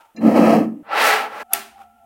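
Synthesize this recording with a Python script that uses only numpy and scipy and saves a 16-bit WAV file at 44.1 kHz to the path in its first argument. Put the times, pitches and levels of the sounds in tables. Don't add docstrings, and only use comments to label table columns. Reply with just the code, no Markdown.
import sys
import numpy as np
from scipy import signal
from scipy.fft import rfft, irfft
from scipy.io import wavfile
from scipy.ndimage import uniform_filter1d

SR = 44100
rng = np.random.default_rng(int(sys.argv[2]) if len(sys.argv) > 2 else 0)


def unload_wav(signal):
    wavfile.write(
        sys.argv[1],
        SR,
        np.round(np.clip(np.atleast_2d(signal).T, -1, 1) * 32767).astype(np.int16),
    )


N = 90405
T, HZ = np.arange(N) / SR, np.arange(N + 1) * SR / (2 * N)
BLOCK_SPAN_S, STRIP_SPAN_S = (.149, .829), (.829, 1.432)


def amp(db):
    return 10 ** (np.asarray(db) / 20)


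def unit(x):
    return x / np.sqrt(np.mean(x ** 2))


def over_hz(points, hz):
    freqs, values = np.array(points).T
    return np.interp(np.log(np.maximum(hz, 1)), np.log(freqs), values)


def wander(rate_hz):
    width = max(int(SR / rate_hz), 2)
    drift = uniform_filter1d(rng.standard_normal(N), width, mode="wrap")
    return unit(uniform_filter1d(drift, width, mode="wrap"))


def body(x, colour, modes=()):
    lift_db = sum(db / (1 + (2 * (HZ - hz) / width_hz) ** 2) for hz, width_hz, db in modes)
    cepstrum = irfft(np.log(amp(over_hz(colour, HZ) + lift_db)))
    cepstrum[1:N] *= 2
    cepstrum[N + 1:] = 0
    return irfft(rfft(x, 2 * N) * np.exp(rfft(cepstrum)))[:N]


def split(x, hz, order=12):
    low = irfft(rfft(x, 2 * N) / (1 + (HZ / hz) ** order))[:N]
    return low, x - low


def bands(x, points):
    spectrum = rfft(x, 2 * N)
    for centre_hz, value in points:
        weight = over_hz([(hz, float(hz == centre_hz)) for hz, _ in points], HZ)
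        yield irfft(spectrum * weight)[:N], value


def during(span_s):
    return uniform_filter1d(((T >= span_s[0]) & (T < span_s[1])) * 1., size=40)


def fade(start_s, t60_s, rise_s):
    age_s = np.maximum(T - start_s, 0)
    return (1 - np.exp(-age_s / rise_s)) * np.exp(-np.log(1000) * age_s / t60_s)


def ring(start_s, modes, rise_s):
    return sum(amp(db) * fade(start_s, t60_s, rise_s) * np.sin(2 * np.pi * hz * (T - start_s))
               for hz, db, t60_s in modes)


def contacts(scatter_db, judder_db, judder_hz, per_s=9000):
    hits = (rng.random(N) < per_s / SR) * np.sign(rng.standard_normal(N))
    return hits * amp(scatter_db * rng.standard_normal(N) + judder_db * wander(judder_hz))


def driven(x, level_db, growth):
    top_db = level_db.max()
    return sum(band * amp(top_db + slope * (level_db - top_db)) for band, slope in bands(x, growth))


# (frequency [Hz], gain [dB])
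NOISE_COLOUR = [(30,-4),(80,-2),(160,-6),(700,-1),(1400,-8),(2800,-6.5),(4500,-20),(9000,-12.5),(15500,-13)]
# (frequency [Hz], level [dB])
HUM_TONES = [(75,-71),(225,-67.5),(705,-58),(780,-58),(850,-68.5),(1330,-67.5),(1385,-71.5)]


def background():
    hum = 0
    for hz, db in HUM_TONES:
        peak = np.sqrt(2) * amp(db + 3.3 * wander(30))
        phase = 2 * np.pi * np.cumsum(hz + 12 * wander(70.6)) / SR
        hum += peak * np.sin(phase)
    noise = amp(-67) * unit(body(rng.standard_normal(N), NOISE_COLOUR))
    return noise + hum * during((STRIP_SPAN_S[1], np.inf))


def bump(hz=73, db=-46, t60_s=.5):
    return ring(-.7, [(hz, db, t60_s)], rise_s=.008)


# (peak time [s], level [dB], rise [s], fall [s], resonance [Hz])
FINGER_RUBS = [(.008,-46.5,0.022,0.036,910),(0.057,-53,0.0092,0.015,970),(.1,-58,0.033,.04,895),(1.531,-28,0.011,0.007,773),(1.813,-39.5,0.03,0.026,793)]
# (frequency [Hz], gain [dB])
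FINGER_COLOUR = [(60,-34),(150,-36.5),(330,-15.5),(500,-15.5),(800,-1),(1050,-13.5),(1330,-1),(1700,-17.5),(2700,-18),(4500,-28.5),(15000,-32)]


def rubs(width_hz=80, lift_db=15):
    out = 0
    for peak_s, db, rise_s, fall_s, hz in FINGER_RUBS:
        swell = np.exp(-np.maximum((peak_s - T) / rise_s, (T - peak_s) / fall_s))
        impacts = contacts(scatter_db=1.5, judder_db=-2.5, judder_hz=200)
        out += amp(db) * swell * unit(body(impacts, FINGER_COLOUR, [(hz, width_hz, lift_db)]))
    return out


# (frequency [Hz], level [dB], t60 [s])
LOOSE_BALL_MODES = [(1763,-42,.13),(2090,-45,0.095),(2390,-46,0.12),(2730,-43.5,0.13),(4070,-42.5,0.19),(5030,-49,0.084),(5970,-52,0.089),(6820,-53.5,0.081)]


def grip(start_s=.162):
    return sum(ring(start_s, [mode], rise_s=.0036) * (.87 + .78 * wander(144))
               for mode in LOOSE_BALL_MODES)


# (time [s], scrape level [dB], rumble level [dB])
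DRAG_LEVELS = [(.15,-54,-41.5),(.165,-47,-44),(.2,-42,-30),(0.22,-28,-24.5),(0.272,-20,-8.5),(0.339,-20,-18.5),(.37,-14,-12.5),(.45,-15,-13),(.49,-13.5,-16),(.545,-14,-15),(.59,-20,-14.5),(.645,-28.5,-18),(.668,-35.5,-23),(.75,-49,-34),(.828,-57.5,-39)]
# (frequency [Hz], gain [dB])
DRAG_COLOUR = [(40,-70.5),(80,-34),(140,-18.5),(190,-1.5),(290,2),(385,-10),(480,-2),(630,-4.5),(1000,-16),(1700,-21.5),(2700,-28),(4500,-36),(7000,-44.5),(15500,-48)]
DRAG_MODES = [(114.8,8,14.5),(223.2,12,10.5),(312.2,16,7),(514,14,3),(677.6,13,5.5),(810,8.3,6.5),(1288,97,10.5),(1450,154,-15.5),(2600,160,5),(3180,160,0),(3580,254,-28)]
# (frequency [Hz], slope [dB/dB])
DRAG_GROWTH = [(500,1.0),(1500,1.1),(4000,1.37),(12000,1.06)]


def block():
    times_s, scrape_db, rumble_db = np.array(DRAG_LEVELS).T
    impacts = contacts(scatter_db=2, judder_db=.5, judder_hz=218)
    low, high = split(body(impacts, DRAG_COLOUR, DRAG_MODES), hz=381)
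    rumble = unit(low) * amp(np.interp(T, times_s, rumble_db))
    scrape = driven(unit(high), np.interp(T, times_s, scrape_db), DRAG_GROWTH)
    return during(BLOCK_SPAN_S) * (amp(-.14) * rumble + amp(-.5) * scrape)


# (time [s], scrape level [dB], hiss level [dB])
SLIDE_LEVELS = [(0.83, -58.5, -95), (0.862, -45.5, -91), (0.882, -39, -87), (0.888, -36, -78),
                (0.91, -28, -61), (0.978, -17, -39), (1.022, -14, -31), (1.07, -14.5, -26.5),
                (1.138, -15.5, -32.5), (1.242, -25, -48.5), (1.254, -27, -51.5), (1.294, -35.5, -61.5),
                (1.418, -30, -50.5), (1.43, -36, -56.5)]
# (frequency [Hz], gain [dB])
SLIDE_COLOUR = [(30,-60),(125,-33.5),(165,-38.5),(215,-16),(350,-14),(560,-0.5),(900,-2),(1400,-2.5),(2100,-3.5),(2900,-7),(3500,-11.5),(4500,-13.5),(6500,-24),(15500,-28)]
# (frequency [Hz], width [Hz], lift [dB])
SLIDE_MODES = [(317.7,16,7),(434.5,18,12),(802,18,12),(841,19,9.6),(882,12,8),(1152,22,6.3),(1300,22,6.5),(1341.3,44,12),(1499,16,6),(1653,14,9.5),(1743,20,7.4),(1975,30,8),(2338,16,6),(2680,170,3)]
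# (frequency [Hz], slope [dB/dB])
SLIDE_GROWTH = [(120,0.21),(300,0.91),(900,0.93),(2000,1.2),(4500,1.47)]


def strips():
    times_s, scrape_db, hiss_db = np.array(SLIDE_LEVELS).T
    impacts = contacts(scatter_db=1.5, judder_db=-.02, judder_hz=302)
    low, high = split(body(impacts, SLIDE_COLOUR, SLIDE_MODES), hz=5470)
    scrape = driven(unit(low), np.interp(T, times_s, scrape_db), SLIDE_GROWTH)
    hiss = unit(high) * amp(np.interp(T, times_s, hiss_db))
    return during(STRIP_SPAN_S) * (amp(1.05) * scrape + amp(1.64) * hiss)


# (frequency [Hz], gain [dB])
REVERB_COLOUR = [(60,-22.5),(140,-26.5),(220,-13.5),(400,-10),(490,-24.5),(680,2.5),(1000,-4),(1400,-3),(2600,-3),(4000,-9),(7000,-11.5),(9000,-9.5),(12500,-11.5),(15500,-10.5)]
# (frequency [Hz], t60 [s])
REVERB_T60 = [(200,0.64),(700,0.42),(2000,0.41),(6000,0.37),(14000,.3)]


def room(start_s):
    echoes = unit(body(rng.standard_normal(N), REVERB_COLOUR, modes=[(9000, 200, 6.01)]))
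    return sum(band * fade(start_s, t60_s, rise_s=.003) for band, t60_s in bands(echoes, REVERB_T60))


# (time [s], level [dB], ring [Hz])
ROW_CLICKS = [(1.5340,3.5,10750),(1.5348,-6.5,11300),(1.53545,-2.5,10600),(1.5363,2.5,11830),(1.5371,-2.5,13100),(1.5382,-10.5,12800),(1.5389,-9.5,12000),(1.5400,-12.5,12500)]
# (frequency [Hz], level [dB], t60 [s])
SNAP_TABLE_MODES = [(75,-58,.4),(220,-45.5,.7),(398,-33.5,0.34),(691.5,-28,0.31),(815,-27.5,.25),(1342,-28.5,.3),(1480,-45,.25)]


def snap(rise_s=.00007, t60_s=.002):
    knock = (2760, -13, .0037)  # Hz, dB, t60 s
    clicks = sum(amp(db) * ring(at_s, [(hz, 5, t60_s), knock], rise_s) for at_s, db, hz in ROW_CLICKS)
    bursts = sum(amp(db) * fade(at_s, t60_s, rise_s) for at_s, db, _ in ROW_CLICKS)
    crack = amp(-4) * bursts * rng.standard_normal(N)
    _, direct = split(clicks + crack, hz=1300, order=4)
    start_s = ROW_CLICKS[0][0]
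    return direct + amp(-23.5) * room(start_s) + ring(start_s, SNAP_TABLE_MODES, rise_s=.008)


def scene():
    handling = grip() + bump() + rubs()
    return (handling + block() + strips() + snap() + background())[None]


def record(dry, cutoff_hz=15950):
    lowpass = signal.ellip(10, .1, 80, cutoff_hz, fs=SR, output="sos")
    return signal.sosfilt(lowpass, np.clip(dry, -1, 1))


dry = scene()
out = record(dry)
unload_wav(out)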